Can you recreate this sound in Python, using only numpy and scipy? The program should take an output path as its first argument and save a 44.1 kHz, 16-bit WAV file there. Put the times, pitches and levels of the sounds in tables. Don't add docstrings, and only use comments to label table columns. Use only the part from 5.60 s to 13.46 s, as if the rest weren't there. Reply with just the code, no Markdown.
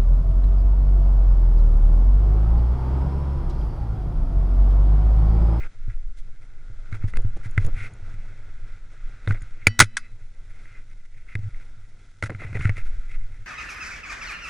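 import sys
import numpy as np
from scipy import signal
from scipy.io import wavfile
from scipy.ndimage import uniform_filter1d

SR = 44100
rng = np.random.default_rng(int(sys.argv[2]) if len(sys.argv) > 2 else 0)


def file_out(sig):
    cols = np.atleast_2d(sig).T
    lim = np.clip(cols, -1, 1)
    pcm = np.round(lim * 32767).astype(np.int16)
    wavfile.write(sys.argv[1], SR, pcm)


def linear_from_db(decibels):
    return 10 ** (np.asarray(decibels, float) / 20)


N = 346626

# time in seconds, slow pressure swing in dB, mount shaking in dB.
BODY_MOTION = [(0.0, -15.5, -52), (0.13, -40, -52), (0.26, -19.5, -55), (0.44, -24.5, -56.5),
               (0.9, -33, -52.5), (1.4, -26.5, -47.5), (1.58, -14.5, -39.5), (1.86, -27.5, -46.5),
               (2.08, -14.5, -37), (2.32, -38, -42.5), (2.54, -26, -46), (2.74, -33.5, -46),
               (3.0, -28, -51), (3.37, -38, -53.5), (3.46, -25, -49.5), (3.59, -40, -51),
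               (3.72, -22.5, -52.5), (4.05, -33.5, -52), (5.58, -35.5, -56), (5.95, -29, -52),
               (6.55, -46.5, -57), (6.89, -37, -37), (7.35, -16, -50.5), (7.51, -31.5, -53.5),
               (7.57, -18, -52.5), (7.86, -37.5, -51.5)]
# time in seconds, glide in dB (only its change about the mean is used).
SKI_GLIDE = [(0.0, -61.5), (0.68, -66.5), (2.01, -55.5), (3.24, -61.5), (3.59, -54.5), (4.03, -56),
             (4.51, -68), (4.82, -66.5), (5.03, -61.5), (5.39, -68.5), (5.71, -69), (5.84, -60.5),
             (6.19, -67), (6.48, -66.5), (6.67, -64.5), (6.83, -55.5), (7.05, -51), (7.22, -57),
             (7.57, -61.5), (7.86, -62.5)]
# level in dB at mean glide and shaking,
# share of the glide's swing (dB per dB), share of the shaking's swing (dB per dB).
RUSH_MIX = [(-64.5, 1.1, 0.01), (-66.5, 1.1, 0.01), (-63, 0.42, 0.46), (-69.5, 0.56, 0.01)]
# frequency in Hz, width in Hz, level in dB.
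SHELL_LOWER_RING = [(1383, 230, 11), (1716, 240, -9)]
# frequency in Hz, width in Hz, level in dB.
SHELL_UPPER_RING = [(2041, 200, 12), (2610, 380, -0.5)]
# frequency in Hz, width in Hz, level in dB.
SHELL_TREBLE = [(3270, 920, 6), (4700, 2250, 7), (5440, 1400, 9), (6920, 1500, 3.5), (8270, 2600, 1),
                (10940, 1000, -1.5)]
# frequency in Hz, width in Hz, share taken out.
SHELL_CANCELLATIONS = [(1070, 330, 0.3), (3040, 180, 0.38)]
# time in seconds, lift of the upper ring in dB.
CONTACT_PLACE = [(0, -2), (1.33, 1), (1.54, -2.5), (1.98, 2), (2.2, 0), (3.67, -5), (3.75, -2), (5.1, -0.1),
                 (5.75, 1.5), (5.9, -8.5), (5.945, 4.5), (6.01, -7), (6.63, -4), (6.66, -4), (6.7, 0.5),
                 (6.82, 1), (6.88, 5), (6.96, 1.5), (7.0, -2.5), (7.03, 0.5), (7.07, -1), (7.1, 3),
                 (7.86, 1.5)]
# start in seconds, end in seconds, shell level in dB before the swell,
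# dull part in dB re shell, treble in dB re shell.
BRUSHES = [(-0.02, 0.08, -45, -3, -17), (0.274, 0.352, -55.5, -7, -12.5), (0.56, 0.616, -67.5, -20, 9),
           (0.81, 0.865, -63.5, 7, -2.5), (1.312, 1.335, -50.5, 0, -6), (1.33, 1.378, -48, -0.5, -10.5),
           (1.399, 1.462, -58.5, 0, -12.5), (1.465, 1.51, -57.5, -3, -1), (1.548, 1.587, -57.5, 8.5, -28),
           (1.762, 1.777, -63, 21, 4), (1.827, 1.881, -53.5, 4.5, -4), (1.986, 2.066, -50.5, 5, -4.5),
           (2.065, 2.105, -71, 25, -22.5), (3.645, 3.67, -54, -2, -12), (3.676, 3.706, -42, 0, -11),
           (3.704, 3.73, -41.5, 0, -12), (3.738, 3.785, -48, 2, -18), (3.997, 4.037, -55.5, -12.5, -26),
           (4.204, 4.228, -23, -12, -0.5), (4.224, 4.246, -30.5, -22, -0.5),
           (4.868, 5.027, -63.5, -10.5, -15.5), (5.776, 5.895, -69, 3.5, -12),
           (5.88, 5.915, -59.5, -11.5, -17), (5.983, 6.047, -55.5, -7.5, -13),
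           (6.625, 6.677, -37, -5, -6.5), (6.705, 6.74, -58, 14, -25.5), (6.862, 6.882, -52.5, -10, -14.5),
           (6.88, 6.917, -58, -26, -11.5), (6.942, 6.984, -43.5, 4.5, -14), (6.987, 7.005, -44, -9, -10),
           (7.008, 7.036, -41.5, -9, -8), (7.03, 7.051, -45, -9, -8.5), (7.038, 7.09, -40.5, -2.5, -15),
           (7.155, 7.225, -49.5, -17, -10), (7.251, 7.289, -56, -7, -5.5), (7.472, 7.574, -57.5, -14.5, -9)]
# start in seconds, end in seconds, shell level in dB before the swell,
# dull part in dB re shell, treble in dB re shell.
POWDER_SPRAYS = [(2.138, 2.295, -44, -7.5, -11), (4.386, 4.495, -58, -12.5, -17),
                 (5.038, 5.212, -58, -11.5, -24), (5.67, 5.752, -54, -15.5, -13.5),
                 (6.783, 6.862, -45.5, 2.5, -15)]
# start in seconds, end in seconds, full height in dB.
TWIG_DRAGS = [(3.684, 3.705, -19), (5.829, 5.892, -25.5), (6.643, 6.678, -30.5)]
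# time in seconds,
# frequency in Hz, height in dB before rise and decay.
SHORT_RINGS = [(0.3, 2100, -37), (1.326, 3900, -41), (1.424, 1470, -36), (1.538, 1850, -34),
               (1.556, 4300, -46), (1.563, 4500, -48), (1.571, 3500, -38), (1.978, 3450, -33),
               (1.979, 4340, -43), (3.675, 3680, -28), (3.675, 1480, -14), (3.708, 1470, -14.5),
               (3.709, 800, -26.5), (3.716, 2000, -30), (3.808, 6900, -46), (3.819, 1510, -42),
               (4.069, 2288, 10.5), (4.0694, 853, -7), (4.0694, 3570, -15), (4.0695, 4700, -5),
               (4.0705, 9620, -8), (4.0696, 8350, -18), (4.0694, 615, -11), (4.192, 5840, -5),
               (4.1922, 8300, -8), (4.2022, 5300, -10), (4.209, 690, -19), (4.191, 900, -17),
               (4.2018, 950, -10), (4.2175, 861, -14), (4.224, 2390, -5.5), (4.081, 1700, -18),
               (4.216, 1500, -1), (4.3689, 1614, -8), (4.3688, 2440, -19.5), (4.3695, 3460, -21.5),
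               (4.368, 4520, -23), (4.3696, 920, -30.5), (4.369, 5880, -16), (4.369, 8350, -23),
               (5.3, 6040, -55), (5.754, 3504, -37.5), (5.945, 2048, -37), (6.627, 4196, -32),
               (6.7, 301, -24), (6.712, 250, -24), (6.822, 400, -38), (6.85, 450, -38), (6.7, 9630, -60),
               (6.713, 9530, -60), (6.75, 9600, -57), (6.82, 2100, -35), (6.954, 2050, -26),
               (7.006, 2050, -23), (7.047, 1500, -32), (7.067, 1500, -31)]
# time in seconds, height in dB before rise and decay.
GEAR_CLINKS = [(1.572, -38), (1.62, -50), (1.911, -45), (2.064, -35.5), (2.337, -46.5), (3.822, -40.5),
               (4.08, -31)]
# frequency in Hz, level in dB re the clink.
CLINK_PITCHES = [(6900, 0), (9300, 0)]
POLE_STRIKES = [4.070, 4.202, 4.369]
# frequency in Hz, level in dB struck at the tip, in dB at the shaft,
# in dB at the grip, time to fall 60 dB in seconds (before the glove damps it).
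POLE_MODES = [(231, -42, -50, -56, 1.1), (1965, -43, -56, -60, 1.0), (2584, -55, -56, -55, .7),
              (2875, -56, -80, -85, .3), (3004, -48, -60, -85, .7), (3951, -62, -64, -64, 1.8),
              (4382, -55, -80, -53, .18), (4592, -41, -85, -75, .2), (4947, -59, -43, -51, .2),
              (5588, -53, -66, -72, .5), (5970, -65, -80, -62, .2)]
# time in seconds, crack in dB, mount jolt in dB,
# thud in dB, hardness as treble in dB re crack.
TWIG_KNOCKS = [(0.279, -66, -33.5, -52.5, -13), (1.0993, -70, -45, -55.5, -16),
               (1.3247, -34, -29.5, -59, -29), (1.4398, -48, -23, -36, -15), (1.481, -49.5, -38, -55.5, -9),
               (1.5354, -36.5, -55, -38.5, -23), (1.5693, -28.5, -40, -38, -11.5),
               (1.555, -40, -57, -50, -31), (1.5883, -61, -52, -37.5, -15), (1.6, -56, -55, -39, -17),
               (1.647, -46, -25, -51, -19), (1.858, -47.5, -32.5, -61, -11),
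               (1.9768, -21, -17.5, -31.5, -21.5), (2.0475, -48.5, -30, -40.5, 1),
               (2.066, -54, -53, -39, 2), (2.0715, -67, -27, -43, -12), (2.086, -64, -37, -46, 4.5),
               (2.54, -48.5, -40.5, -74, -14.5), (3.674, -26, -24, -31.5, -24),
               (3.7041, -47, -20.5, -47, -20), (3.7085, -22, -44, -39, -23), (3.8177, -48, -41, -73, -13),
               (5.0548, -44, -65.5, -59.5, -22), (5.752, -25.5, -27.5, -35, -21.5),
               (5.7896, -49, -34, -59, -12), (6.6244, -18, -37.5, -27, -20), (6.636, -26, -29, -37, -35),
               (6.6953, -33, -37.5, -30.5, -32), (6.702, -30.5, -40, -37, -19),
               (6.7183, -52, -35.5, -37, -20), (6.747, -39.5, -35.5, -49, -38), (6.819, -46, -42, -37, -14),
               (6.8468, -43, -37, -58, -13), (6.928, -38, -35.5, -46, -21),
               (6.9519, -38.5, -27.5, -37, -20), (6.969, -32.5, -36, -47, -28),
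               (6.9943, -46, -29, -46, -23), (7.009, -25, -29, -63, -28), (7.047, -37, -52, -58, -28),
               (7.0527, -20.5, -17.5, -57, -25), (7.0931, -26.5, -22.5, -34, -21.5),
               (7.167, -40.5, -41, -57, -11), (7.179, -46, -42, -45, -14)]
# time in seconds, crack in dB,
# mount jolt in dB, thud in dB, upper shell ring in dB re crack.
HARD_BLOWS = [(4.069, -16.5, -21, -20.5, 7), (4.081, -32, -30.5, -56, 0), (4.189, -24, -40, -44, 1),
              (4.1914, -8, -26.5, -26.5, 2), (4.2008, 5, -25, -13.5, -1.5), (4.209, -12.5, -22, -26, 3.5),
              (4.2124, -13.5, -31, -23.5, 2.5), (4.2162, -9, -18.5, -15.5, -5.5),
              (4.2227, -15, -17.5, -24, 3), (4.3687, -20.5, -51, -47.5, -6)]

SWING_LOW_HZ, SWING_HIGH_HZ = 4, 20
MOUNT_HZ, MOUNT_T60_S = 103.2, 0.13
RUSH_TOP_HZ = 8200
RING_WANDER_DB = 1
BRUSH_SWELL, BRUSH_HOLD, BRUSH_FADE = 0.24, 0.68, 0.71
BRUSH_UPPER_DB = 4.5
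DRAG_START_SHARE = 0.45
SHORT_RING_T60_S = 0.011
CRACK_RISE_S = 0.00093
POLE_HELD_S, POLE_HELD_T60_S = 4.47, 0.45
POLE_WAVER_DB = 2.0
UPPER_RING_DB, UPPER_PER_HARDNESS = 3, 0.082
BLOW_TREBLE_DB, BLOW_TREBLE_SHARE = -4, 0.55
RATTLE_T60_S, RATTLE_SPREAD = 0.014, 0.43
HISS_DB = -69
GAIN_FROM_DB, GAIN_SHARE, GAIN_MEMORY_S = -38.5, 0.035, 0.053
TOP_HZ = 11980


def rms_one(x):
    return x / np.sqrt(np.mean(x ** 2) + 1e-20)


def in_time(rows):
    s, *columns = np.transpose(rows)
    return [np.interp(np.arange(N) / SR, s, c) for c in columns]


def drift(rate_hz):
    r = np.exp(-80 * np.pi * rate_hz / SR)
    slow = signal.lfilter([1], [1, -2 * r, r * r], rng.standard_normal(N // 40 + 2002))[2000:]
    return np.interp(np.arange(N) / 40, np.arange(len(slow)), rms_one(slow))


def low_pass(x, order, hz):
    return signal.sosfilt(signal.butter(order, hz, fs=SR, output="sos"), x)


def band(x, low_hz, high_hz, order=2):
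    return signal.sosfilt(signal.butter(order, [low_hz, high_hz], "band", fs=SR, output="sos"), x + 1e-18)


def ring(clicks, hz, t60):
    r, w = linear_from_db(-60 / (t60 * SR)), 2 * np.pi * hz / SR
    return signal.lfilter([0, np.sin(w)], [1, -2 * r * np.cos(w), r * r], clicks + 1e-18)


def resonances(x, table):
    x = x + np.full(1, 1e-18)
    out = 0
    for k, (hz, width, db) in enumerate(table):
        r = np.exp(-np.pi * width / SR)
        b = np.array([1, 0, -1]) * (1 - r * r) / 2
        a = [1, -2 * r * np.cos(2 * np.pi * hz / SR), r * r]
        out = out + (-1) ** k * linear_from_db(db) * signal.lfilter(b, a, x)
    return out


def through_shell(low, high):
    rings = resonances(low, SHELL_LOWER_RING) - resonances(high, SHELL_UPPER_RING)
    return band(rings, 1180, 4200, order=3)


def dips(x):
    for hz, width, share in SHELL_CANCELLATIONS:
        x = x - share * resonances(x, [(hz, width, 0)])
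    return x


def heard_parts(grains_per_s, grain_db, flicker_db, flicker_rate_hz):
    sizes = linear_from_db(3.5 * np.minimum(rng.exponential(1, N), 4)) * rng.choice([-1, 1], N)
    grains = linear_from_db(grain_db) * rms_one(sizes * (rng.random(N) < grains_per_s / SR))
    low, high, dull, bright = rng.standard_normal((4, N)) * linear_from_db(flicker_db * drift(flicker_rate_hz))
    low = (low + grains) * linear_from_db(flicker_db * drift(18))
    high = (high + grains) * linear_from_db(flicker_db * drift(9.4))
    dull = band(dull * linear_from_db(2.0 * drift(30)), 87, 1500)
    dull = signal.lfilter([1], [1, -0.96], dull)
    parts = through_shell(low, 0), through_shell(0, high), dull, resonances(bright + grains, SHELL_TREBLE)
    return [rms_one(dips(p)) for p in parts]


def swing(level_db):
    x = band(rng.standard_normal(N + SR), SWING_LOW_HZ, SWING_HIGH_HZ, order=3)[SR:]
    x = x / np.sqrt(uniform_filter1d(x ** 2, size=SR // 6) + 1e-12)
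    return linear_from_db(level_db) * rms_one(x)


def rush(shake_db):
    glide_db, = in_time(SKI_GLIDE)
    parts = heard_parts(grains_per_s=190, grain_db=-8.0, flicker_db=1.28, flicker_rate_hz=5.7)
    parts[:2] = [p * linear_from_db(RING_WANDER_DB * drift(1.2)) for p in parts[:2]]
    parts[3] = low_pass(parts[3], 2, RUSH_TOP_HZ)
    glide_db = glide_db - glide_db.mean()
    shake_db = shake_db - shake_db.mean()
    out = np.zeros(N)
    for (db, by_glide, by_shake), part in zip(RUSH_MIX, parts):
        out += linear_from_db(db + by_glide * glide_db + by_shake * shake_db) * part
    return out


def mount_shake(level_db, lumpy_db, skirt_db):
    push = rng.standard_normal(N) * linear_from_db(lumpy_db * drift(42))
    resonant = rms_one(ring(band(push, 57, 250), MOUNT_HZ, MOUNT_T60_S))
    skirt = linear_from_db(skirt_db) * rms_one(band(push, 36, 160))
    return linear_from_db(level_db) * rms_one(resonant + skirt)


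def scrapes(table, grain_db, flicker_db):
    t, gains = np.arange(N) / SR, np.zeros((4, N))
    for start, end, db, dull_db, treble_db in table:
        length = end + 0.0017 - start
        corners = start + length * np.array([0, BRUSH_SWELL, BRUSH_HOLD, BRUSH_FADE, 1])
        shape = np.interp(t, corners, [0.00014, 0.62, 0.67, 0.77, 0.0015])
        gains += linear_from_db(db + np.array([[0], [BRUSH_UPPER_DB], [dull_db], [treble_db]])) * shape
    gains[1] *= linear_from_db(in_time(CONTACT_PLACE)[0])
    parts = heard_parts(grains_per_s=420, grain_db=grain_db, flicker_db=flicker_db, flicker_rate_hz=40)
    return (gains * parts).sum(axis=0)


def drags():
    t, out = np.arange(N) / SR, np.zeros(N)
    for start, end, db in TWIG_DRAGS:
        corners = [start, start + 0.0038, (start + end) / 2, end - 0.01, end]
        shape = np.interp(t, corners, [0, DRAG_START_SHARE, 1, 1, 0])
        out += linear_from_db(db) * shape * np.sin(2 * np.pi * MOUNT_HZ * (t - start))
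    return out


def short_rings():
    t, out = np.arange(SR // 20) / SR, np.zeros(N)
    clinks = [(s, hz, db + part_db) for s, db in GEAR_CLINKS for hz, part_db in CLINK_PITCHES]
    rise = np.minimum(t / CRACK_RISE_S, 1)
    for s, hz, db in SHORT_RINGS + clinks:
        i = round(s * SR)
        out[i:i + len(t)] += linear_from_db(db - 60 * t / SHORT_RING_T60_S) * rise * np.sin(2 * np.pi * hz * t)
    return out


def pole():
    t, out = np.arange(N) / SR, np.zeros(N)
    stops = POLE_STRIKES[1:] + [N / SR]
    for place, (start, stop) in enumerate(zip(POLE_STRIKES, stops)):
        on = (t >= start) & (t < stop)
        since = t[on] - start
        for hz, *levels_db, t60 in POLE_MODES:
            out[on] += linear_from_db(levels_db[place] - 60 * since / t60) * np.sin(2 * np.pi * hz * since)
    glove_db = -60 * np.maximum(t - POLE_HELD_S, 0) / POLE_HELD_T60_S
    return out * linear_from_db(glove_db + POLE_WAVER_DB * drift(12))


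def knocks(tail_db, crack_drive_db, thud_drive_db, jolt_drive_db, hollow_db):
    low, high, top, thud, jolt = np.zeros((5, N + SR))
    t = np.arange(SR // 4) / SR
    hits = []
    for *row, hardness in TWIG_KNOCKS:
        contact_db = np.interp(row[0], *np.transpose(CONTACT_PLACE))
        hits.append((*row, hardness, UPPER_RING_DB + UPPER_PER_HARDNESS * hardness + contact_db))
    for *row, upper_db in HARD_BLOWS:
        hits.append((*row, BLOW_TREBLE_DB + BLOW_TREBLE_SHARE * upper_db, upper_db))

    noise = rng.standard_normal((len(hits), len(t) + 1))
    for (s, crack_db, jolt_db, thud_db, treble_db, upper_db), draws in zip(hits, noise):
        i, chance, grit = round(s * SR), draws[0], draws[1:]
        t60 = RATTLE_T60_S * np.exp(RATTLE_SPREAD * chance)
        crack = np.sign(grit) * linear_from_db(-60 * t / t60)
        tail = linear_from_db(tail_db) * grit * linear_from_db(-60 * t / (3 * t60))
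        burst = (crack + tail) * np.minimum(t / CRACK_RISE_S, 1)
        here = slice(i, i + len(t))
        low[here] += linear_from_db(crack_db) * burst
        high[here] += linear_from_db(crack_db + upper_db) * burst
        top[here] += linear_from_db(crack_db + treble_db) * burst
        thud[here] += linear_from_db(thud_db) * grit * linear_from_db(-60 * t / 0.038)
        jolt[i] += linear_from_db(jolt_db)

    push = low_pass(jolt + 1e-18, 3, 400)
    bounce = linear_from_db(jolt_drive_db) * ring(push, MOUNT_HZ, MOUNT_T60_S)
    hollow = linear_from_db(hollow_db) * band(low * np.abs(low) ** 0.5, 680, 1150)
    shell = linear_from_db(crack_drive_db) * (through_shell(low, high) + resonances(top, SHELL_TREBLE) + hollow)
    return (bounce + shell + linear_from_db(thud_drive_db) * band(thud, 100, 520))[:N]


def scene():
    swing_db, shake_db = in_time(BODY_MOTION)
    case = swing(swing_db) + mount_shake(shake_db, lumpy_db=2.5, skirt_db=-8.0) + rush(shake_db)
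    case = case + pole() + drags() + short_rings()
    case = case + scrapes(BRUSHES, grain_db=-6.5, flicker_db=3.5)
    case = case + scrapes(POWDER_SPRAYS, grain_db=-20, flicker_db=1)
    case = case + knocks(tail_db=-22.5, crack_drive_db=9.5, thud_drive_db=18.5, jolt_drive_db=10.0, hollow_db=2.5)
    return np.array([case, case])


def top_cut(x):
    return signal.sosfilt(signal.butter(12, 15700, fs=SR, output="sos"), x)


def record(dry):
    x = dry + linear_from_db(HISS_DB) * band(rng.standard_normal((2, N)), 2300, 8000)
    r = np.exp(-1 / (GAIN_MEMORY_S * SR))
    power = np.minimum(band(x[0], 230, 8000) ** 2, 1)
    power = signal.lfilter([1 - r], [1, -r], power)
    over_db = np.maximum(10 * np.log10(power + 1e-12) - GAIN_FROM_DB, 0)
    x = x * linear_from_db(-GAIN_SHARE * over_db)
    overloaded = np.clip(x, -1.05, 1.05)
    x = signal.sosfilt(signal.cheby2(10, 50, TOP_HZ, fs=SR, output="sos"), overloaded)
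    return top_cut(np.clip(x, -1, 1))


dry = scene()
out = record(dry)
file_out(out)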